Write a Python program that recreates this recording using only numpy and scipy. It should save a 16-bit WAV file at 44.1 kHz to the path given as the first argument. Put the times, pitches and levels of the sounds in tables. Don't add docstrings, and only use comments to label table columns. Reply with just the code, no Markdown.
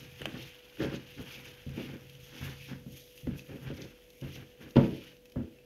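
import sys
import numpy as np
from scipy import signal
from scipy.fft import rfft, irfft, next_fast_len
from scipy.io import wavfile
from scipy.ndimage import map_coordinates

SR = 44100
rng = np.random.default_rng(int(sys.argv[2]) if len(sys.argv) > 2 else 0)


def bounce(signal):
    frames = np.transpose(np.atleast_2d(signal))
    limited = np.clip(frames, -1, 1)
    pcm = np.round(limited * 32767).astype(np.int16)
    wavfile.write(sys.argv[1], SR, pcm)


N = 249165

# [full_level_s, length_s from there to the release, judder_db, scrape_db, boom_db], relative levels
BLADE_PUSHES = [(0.0, 0.054, -56.5, -63.5, -56), (0.218, .015, -49.5, -57, -46),
                (0.262, 0.033, -45.5, -53, -53), (0.35, 0.036, -42.5, -57, -57),
                (0.81, 0.036, -28.5, -44.5, -39.5), (.872, .03, -42, -49, -40.5),
                (0.927, 0.017, -38, -48.5, -40), (1.186, 0.034, -46, -55, -44),
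                (1.272, 0.25, -52.5, -57.5, -52), (1.695, 0.068, -51.5, -65.5, -40.5),
                (1.787, 0.021, -38.5, -50, -53), (1.859, 0.059, -54, -55, -48.5),
                (1.938, 0.013, -43, -55, -49), (2.341, 0.069, -54.5, -57.5, -55),
                (2.424, 0.084, -48, -50, -39.5), (2.703, 0.023, -47.5, -53.5, -46.5),
                (2.913, .045, -58, -96, -50.5), (3.28, 0.078, -45.5, -60.5, -40.5),
                (3.5, 0.059, -44.5, -58, -46.5), (3.622, 0.048, -51, -60, -45.5),
                (3.676, 0.028, -44, -51, -39), (3.782, 0.063, -43.5, -57.5, -48.5),
                (4.236, 0.057, -48, -57.5, -40.5), (4.36, 0.062, -51.5, -59.5, -47),
                (4.617, 0.054, -49, -59, -49), (4.782, 0.062, -29.5, -48, -30.5),
                (4.91, 0.02, -34.5, -62, -38.5), (5.03, 0.094, -62, -65.5, -60.5),
                (5.379, 0.067, -45.5, -67, -43.5)]
# [peak_s, half_length_s, squelch_db, fizz_db, fold_pitch_hz], relative levels
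DOUGH_PULLS = [(0.016, 0.045, -55.5, -64, 2500), (0.218, .04, -53, -63, 2880),
               (0.415, 0.033, -48, -58.5, 2800), (0.826, 0.03, -50, -60, 2650),
               (0.947, 0.016, -50, -61, 2650), (1.122, .04, -57, -65.5, 3100),
               (1.218, 0.012, -54.5, -57.5, 2610), (1.33, 0.052, -48.5, -58, 2750),
               (1.454, 0.054, -54, -62, 2490), (1.602, 0.05, -70, -69.5, 2650),
               (1.83, 0.071, -53, -64, 2760), (2.094, 0.047, -61, -69.5, 2900),
               (2.26, 0.03, -57.5, -62.5, 2800), (2.39, 0.048, -53, -62, 2620),
               (2.458, 0.041, -50.5, -55, 2570), (2.642, 0.066, -53.5, -61, 2540),
               (2.981, 0.059, -57, -57.5, 3230), (3.185, 0.065, -59, -60.5, 3150),
               (3.387, .02, -59, -58, 2670), (3.637, 0.013, -67, -61.5, 2400),
               (3.803, 0.041, -57.5, -63.5, 2530), (4.077, 0.095, -70, -70, 2870),
               (4.205, 0.046, -65.5, -64.5, 2600), (4.335, 0.048, -53.5, -61, 2690),
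               (4.63, 0.018, -58.5, -67.5, 2750), (4.768, 0.0059, -40.5, -65, 2650),
               (4.844, 0.052, -56, -64.5, 2370), (4.963, 0.054, -53, -65, 2720),
               (5.081, 0.036, -55.5, -70, 2950), (5.525, 0.11, -73, -78, 2778)]
# [time_s, squelch_db, fizz_db, boom_db], relative levels
BETWEEN_STROKES = [(0, -61, -66, -53.5), (.45, -54.5, -65.5, -51.5), (.58, -59, -68.5, -74),
                   (.76, -61.5, -68, -78), (1.0, -60, -70, -56), (1.6, -58.5, -68.5, -64),
                   (2.12, -64.5, -68, -52.5), (2.3, -59, -66.5, -56), (2.78, -68, -70, -49.5),
                   (3.05, -72.5, -70.5, -67), (3.3, -66, -88, -72), (3.45, -65, -67.5, -74),
                   (3.9, -61.5, -70.5, -75), (4.15, -73, -77, -76), (4.5, -65.5, -73, -72),
                   (4.95, -70, -66.5, -70), (5.2, -71.5, -75, -85), (5.65, -71.5, -78, -76)]
# [peak_s, level_db, half_length_s]
DOUGH_SLURPS = [(0.02, -62, 0.032), (0.42, -60.5, 0.054), (0.832, -54, 0.019), (0.959, -54, 0.012),
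                (1.34, -56, 0.016), (1.48, -58, 0.0089), (2.465, -62, 0.18), (2.694, -65, 0.024),
                (3.005, -65, 0.074), (3.392, -62.5, 0.02), (3.776, -59.5, 0.0089), (3.82, -51, 0.0051),
                (3.846, -54, 0.0027), (4.348, -55.5, 0.017)]
# [start_s, tone_peak_db, pitch_hz, snap_db relative to the tone]
AIR_POCKETS = [(0.5455, -45.5, 3040, -15.5), (0.7944, -57, 1830, -16), (1.4547, -41.5, 2620, -12),
               (1.6922, -48, 2580, -6), (2.009, -52, 2650, -6), (2.0686, -53, 2700, -8),
               (2.0974, -43.5, 3200, -10), (2.1513, -47.5, 3040, -9), (3.177, -45.5, 2780, -9),
               (3.356, -61, 1580, -5), (3.3935, -39, 2590, -13), (4.0214, -53, 3300, -23),
               (4.1035, -54.5, 2600, 1), (4.213, -47.5, 2950, -7), (4.7081, -54.5, 2720, 1.5),
               (5.1673, -56.5, 3030, -2), (5.256, -52.5, 2600, -4), (5.2983, -59, 3060, 1),
               (5.3204, -51.5, 3040, -1.5), (5.5868, -53, 2620, -17)]
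# [start_s, relative_level_db, contact_brightness_hz, rocking_db, ring_length as a share of the free bowl's]
BOWL_THUMPS = [(0.342, -37.5, 795, -8, 0.5), (.806, -41, 650, -19, 0.86), (.824, -31.5, 700, -27, 0.83),
               (1.197, -35.5, 395, 9, 0.56), (1.665, -33, 268, 5, 0.71), (1.774, -36.5, 594, -14, 0.84),
               (1.898, -41, 497, 6, 0.26), (2.411, -38.5, 298, 1, 0.96), (2.713, -35.5, 440, 3.5, 0.85),
               (2.864, -37, 362, -4, 0.73), (3.232, -37, 130, 19, 0.75), (3.27, -25.5, 322, 3.5, 0.49),
               (3.313, -32.5, 199, 14, 0.46), (3.703, -34, 396, -18, 0.57), (4.221, -34.5, 348, -8, 0.82),
               (4.759, -23, 600, -11, 0.27), (4.765, -9.5, 680, -6, 0.88), (4.833, -24.5, 474, -15, 1),
               (4.921, -40, 400, 2, 0.83), (5.359, -25.5, 615, 5, 0.82), (5.39, -28.5, 330, 0, 0.6)]
# [pitch_hz, relative_level_db, t60_s]
BOWL_MODES = [(50, -30, .2), (70.4, -7, 0.13), (85.3, -7, 0.24), (137, 1, 0.37), (184, -3, 0.49),
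              (222.6, -3, 0.37), (251.5, 1.5, 0.34), (285.4, -11, 0.48), (325.3, -7.5, 0.3),
              (351, -7.5, 0.18), (395, -11, 0.12), (448.4, -9.5, 0.31), (531, -9.5, 0.21),
              (560.7, -8, 0.21), (644, -21, 0.34), (720, -21, 0.31), (880, -11, 0.12), (952, -16, 0.27),
              (1360, -13, 0.29), (1485, -18, 0.42), (1715, -11, 0.17)]
# [start_s, peak_db, contact_brightness_hz]
SPATULA_TAPS = [(0.217, -30, 12000), (0.2559, -18.5, 15000), (0.7715, -42, 9000), (3.271, -39.5, 3500),
                (4.7577, -32.5, 3300), (4.7668, -24.5, 4500)]

# [frequency_hz, relative_level_db per Hz]
JUDDER_SPECTRUM = [(40, -36), (100, -17.5), (170, -9.5), (240, 0), (330, -3.5), (440, -11), (560, -16),
                   (700, -23.5), (1200, -50), (3000, -93.5)]
SCRAPE_SPECTRUM = [(350, -37.5), (600, -5), (800, 0.5), (1100, -3.5), (1600, 3.5), (2200, -4),
                   (3200, -18.5), (4200, -28.5), (8000, -33.5)]
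SQUELCH_SPECTRUM = [(100, -60), (700, -24), (1400, -22.5), (2000, -8.5), (2600, -3.5), (3200, -1),
                    (4000, -9), (5200, -8.5), (6500, -13), (7700, -32), (10000, -47)]
FIZZ_SPECTRUM = [(4000, -8), (6500, -4.5), (7900, -20.5), (9500, -9.5), (11000, -4.5), (12500, 0.5),
                 (13800, -2), (15000, -14), (16000, -8)]
SLURP_SPECTRUM = [(1000, -52), (2500, 3.5), (3800, 0.5), (5000, -1), (6400, 0.5), (7700, -15.5),
                  (12000, -17), (16000, -28)]
CLATTER_SPECTRUM = [(20, -32), (70, 6), (250, 3), (400, -1.5), (550, -1), (700, -10.5), (1100, -6),
                    (1700, -6), (3000, -2), (5000, -24), (9000, -7)]
BOOM_SPECTRUM = [(20, -25), (48, 1), (62, -2), (85, 4.5), (130, 3), (180, -2.5), (300, -28.5), (1000, -91)]
TAP_SPECTRUM = [(150, -24), (500, 7), (1000, -6.5), (1700, 3), (2300, -3.5), (3000, 4.5), (4000, -10),
                (6000, -16.5), (8000, -20.5), (12000, -21), (16000, -29)]
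AIR_SPECTRUM = [(20, -7), (45, 9), (90, -9), (130, -8), (200, -2), (400, -2), (520, -2), (700, -12),
                (1100, -28), (3000, -18), (8000, -30.5), (15000, -28)]
# [frequency_hz, t60_s]
KITCHEN_DECAY = [(100, 0.27), (500, 0.65), (3000, 0.4), (12000, 1)]

PUSH_ATTACK_S, PUSH_SAG_DB_PER_S, PUSH_RELEASE_DB_PER_S = 0.017, 28, 240
PUSH_SQUELCH_DB = -2
PULL_RISE, PULL_FALL = 1.06, 1
FOLD_HZ, FOLD_PRESSED_HZ = 2780, 2500
FOLD_WANDER_OCTAVES = 0.068


def amp(db):
    return 10 ** (np.asarray(db) / 20)


def unit(x):
    return x / np.sqrt(np.mean(x ** 2) + 1e-20)


def along(points, hz):
    f, v = np.transpose(points)
    return np.interp(np.log(hz + 1), np.log(f + 1), v)


def curves(rows):
    s, *cols = np.transpose(rows)
    return [np.interp(np.arange(N) / SR, s, c) for c in cols]


def wobble(rate):
    knots = rng.standard_normal(int(N * rate / SR) + 4)
    return map_coordinates(knots, [np.arange(N) * rate / SR])


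def add(track, s, sound):
    room_left = track[max(round(s * SR), 0):][:len(sound)]
    room_left += sound[:len(room_left)]


def coloured(x, spectrum, size=8192):
    cepstrum = irfft(np.log(amp(along(spectrum, np.fft.rfftfreq(size, 1 / SR)))))
    cepstrum[1:size // 2] *= 2
    cepstrum[size // 2 + 1:] = 0
    kernel = irfft(np.exp(rfft(cepstrum)))
    return signal.fftconvolve(x, kernel / np.linalg.norm(kernel))[:len(x)]


def lowpassed(x, order, cutoff_hz):
    return signal.lfilter(*signal.butter(order, cutoff_hz, fs=SR), x)


def slips(rate, spread_db):
    happens = rng.random(N) < rate / SR
    sign = rng.choice([-1, 1], N)
    size = amp(spread_db * np.clip(rng.standard_normal(N), -2, 2))
    return unit(happens * sign * size)


def bursts(rate, centre_hz, octaves, cycles, spread_db, size=256):
    when, pitch, strength, phase = rng.random((int(rate * N / SR), 4)).T[:, :, None]
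    start = (when * N).astype(int)
    hz = np.broadcast_to(centre_hz, N)[start] * 2 ** (octaves * (pitch - .5))
    turns = hz * np.arange(size) / SR
    loudness = amp(-spread_db * np.log(strength + 0.016))
    grains = loudness * np.exp(-turns / cycles) * np.sin(2 * np.pi * (turns + phase))
    return unit(np.bincount((start + np.arange(size)).ravel(), grains.ravel(), N)[:N])


def pushes():
    t, gains = np.arange(N) / SR, np.zeros((3, N))
    for full_level_s, length, *levels_db in BLADE_PUSHES:
        bite = np.exp(-np.maximum((full_level_s - t) / PUSH_ATTACK_S, 0) ** 2)
        sag_db = PUSH_SAG_DB_PER_S * np.clip(t - full_level_s, 0, length)
        release_db = PUSH_RELEASE_DB_PER_S * np.maximum(t - full_level_s - length, 0)
        gains = np.maximum(gains, amp(levels_db)[:, None] * bite * amp(-sag_db - release_db))
    return gains


def bowl_ring(rocking_db, length, scatter_db, scatter_turns):
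    t = np.arange(int(.8 * SR)) / SR
    hz, db, t60 = np.transpose(BOWL_MODES)[:, :, None]
    db = db + rocking_db / (1 + (hz / 170) ** 4) + scatter_db * rng.standard_normal(hz.shape)
    fade = amp(db - 60 * t / (t60 * length))
    turns = hz * t + scatter_turns * rng.standard_normal(hz.shape)
    return np.sum(fade * np.sin(2 * np.pi * turns), axis=0)


def judder(push, bright_hz, ring_share):
    pulses = slips(rate=500, spread_db=2.5) * push * amp(-0.5 + 1.6 * wobble(30))
    ring = bowl_ring(rocking_db=-16, length=0.73, scatter_db=1.3, scatter_turns=0.24)
    ring = lowpassed(ring, 3, bright_hz)
    rung = signal.fftconvolve(pulses, ring / np.linalg.norm(ring))[:N]
    share = np.clip(ring_share, 0, 1)
    return np.sqrt(1 - share) * coloured(pulses, JUDDER_SPECTRUM) + np.sqrt(share) * rung


def scrape(push, sliding_db):
    rest_db, _, _ = curves(BETWEEN_STROKES)
    level = np.hypot(push, amp(rest_db + sliding_db))
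    grating = slips(rate=1500, spread_db=0.5) * level
    return coloured(grating * amp(-1.37 + 1.5 * wobble(60)), SCRAPE_SPECTRUM)


def pulls():
    t = np.arange(N) / SR
    power, fold_hz = amp(curves(BETWEEN_STROKES)[:2]) ** 2, FOLD_HZ
    for s, half, squelch_db, fizz_db, hz in DOUGH_PULLS:
        width = half * np.where(t < s, PULL_RISE, PULL_FALL)
        swell = amp([[squelch_db], [fizz_db]]) ** 2 * np.exp(-((t - s) / width) ** 2)
        power = power + swell
        fold_hz = fold_hz + (hz - fold_hz) * swell[0] / power[0]
    return *np.sqrt(power), fold_hz


def squelch(push, smack_db):
    tearing, fizzing, free_hz = pulls()
    squeezing = amp(PUSH_SQUELCH_DB) * push
    level = np.hypot(tearing, squeezing)
    fold_hz = free_hz + (FOLD_PRESSED_HZ - free_hz) * (squeezing / level) ** 2
    fold_hz = fold_hz * 2 ** (FOLD_WANDER_OCTAVES * wobble(10.5))
    clumps = wobble(70)
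    wet = bursts(rate=2400, centre_hz=3485, octaves=2.25, cycles=2.05, spread_db=-0.5)
    wet = unit(coloured(wet, SQUELCH_SPECTRUM))
    smack = bursts(rate=600, centre_hz=fold_hz, octaves=0.44, cycles=6.3, spread_db=0.5, size=512)
    smack = unit(signal.lfilter(*signal.butter(2, [1800, 4200], "band", fs=SR), smack))
    fine = bursts(rate=4000, centre_hz=9020, octaves=1.4, cycles=1.2, spread_db=0.5)
    fine = unit(coloured(fine, FIZZ_SPECTRUM))
    tears = (wet + amp(smack_db) * smack) * level * amp(-3 + 1.42 * clumps)
    return tears + fine * fizzing * amp(-1.8 + 2.3 * clumps)


def slurps():
    t = np.arange(N) / SR
    swell = sum(amp(db) * np.exp(-.5 * ((t - s) / half) ** 2) for s, db, half in DOUGH_SLURPS)
    crackle = bursts(rate=2200, centre_hz=4900, octaves=1.26, cycles=5.3, spread_db=3.5)
    return swell * unit(coloured(crackle, SLURP_SPECTRUM))


def pops(cycles):
    out, t = np.zeros(N), np.arange(SR // 50) / SR
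    for s, db, hz, snap_db in AIR_POCKETS:
        fade = np.exp(-t * hz / cycles)
        snap = coloured(rng.standard_normal(len(t)) * fade, SLURP_SPECTRUM)
        snap += 0.63 * coloured(rng.standard_normal(len(t)) * fade, FIZZ_SPECTRUM)
        tone = fade * np.sin(2 * np.pi * hz * t)
        add(out, s, amp(db) * (tone + amp(snap_db) * snap))
    return out


def thumps(clatter_db, clatter_t60):
    out = np.zeros(N)
    for s, db, bright_hz, rocking_db, length in BOWL_THUMPS:
        ring = bowl_ring(rocking_db, length, scatter_db=2.5, scatter_turns=0.19)
        t = np.arange(len(ring)) / SR
        rattle_fade = amp(clatter_db - 60 * t / (clatter_t60 * length))
        clatter = coloured(rng.standard_normal(len(t)) * rattle_fade, CLATTER_SPECTRUM)
        blow = lowpassed(ring + clatter, 2, bright_hz)
        add(out, s, amp(db - 19) * unit(blow))
    return out


def boom(push, groan_hz, groan_db):
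    _, _, lean_db = curves(BETWEEN_STROKES)
    rocking = coloured(slips(rate=300, spread_db=-1.5), BOOM_SPECTRUM)
    groan_level = amp(groan_db + 1.9 * wobble(25.04))
    groan = groan_level * np.sin(2 * np.pi * groan_hz * np.arange(N) / SR + 0.84 * wobble(18))
    return amp(-5.0) * np.hypot(push, amp(lean_db)) * (rocking + groan)


def taps(contact_t60, ring_db, ring_t60):
    out, t = np.zeros(N), np.arange(SR // 8) / SR
    for s, db, bright_hz in SPATULA_TAPS:
        fade = amp(-60 * t / contact_t60) + amp(ring_db - 60 * t / ring_t60)
        clack = coloured(rng.standard_normal(len(t)) * fade, TAP_SPECTRUM)
        clack = lowpassed(clack, 2, bright_hz)
        add(out, s, amp(db) * clack / np.abs(clack).max())
    return out


def kitchen(x):
    hz, t, z = signal.stft(rng.standard_normal(SR // 2), SR, nperseg=256)
    fade = amp(-60 * t / along(KITCHEN_DECAY, hz)[:, None])
    tail = signal.istft(z * fade, SR, nperseg=256)[1]
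    delayed = np.pad(tail / np.linalg.norm(tail), (SR // 200, 0))
    return signal.fftconvolve(x, delayed)[:N]


def appliance(hum_hz, hum_db, drone_hz, drone_db, air_db):
    t = np.arange(N) / SR
    hum = amp(hum_db + 0.12 * wobble(12)) * np.sin(2 * np.pi * hum_hz * t + 0.13 * wobble(3.7))
    drone = amp(drone_db + 1.2 * wobble(5.1)) * np.sin(2 * np.pi * drone_hz * t + 0.95 * wobble(13))
    return hum + drone + amp(air_db) * coloured(rng.standard_normal(N), AIR_SPECTRUM)


def scene():
    juddering, scraping, booming = pushes()
    body = thumps(clatter_db=0.5, clatter_t60=0.31)
    body += boom(booming, groan_hz=134.1, groan_db=4.0)
    body += judder(juddering, bright_hz=565, ring_share=0.34)
    dough = squelch(scraping, smack_db=-3) + slurps() + pops(cycles=8.6)
    surface = dough + scrape(scraping, sliding_db=-7)
    surface += taps(contact_t60=0.011, ring_db=-15.5, ring_t60=0.056)
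    room = kitchen(amp(-17) * body + amp(-8.5) * surface)
    background = appliance(hum_hz=492.4, hum_db=-59, drone_hz=130, drone_db=-74.0, air_db=-63)
    return (body + surface + room + background)[None]


def record(dry):
    thin = signal.sosfilt(signal.butter(4, 43, "high", fs=SR, output="sos"), dry)
    size = next_fast_len(N + SR // 4)
    kept = np.fft.rfftfreq(size, 1 / SR) < 15750
    return irfft(rfft(thin, size) * kept, size)[:, :N]


dry = scene()
out = record(dry)
bounce(out)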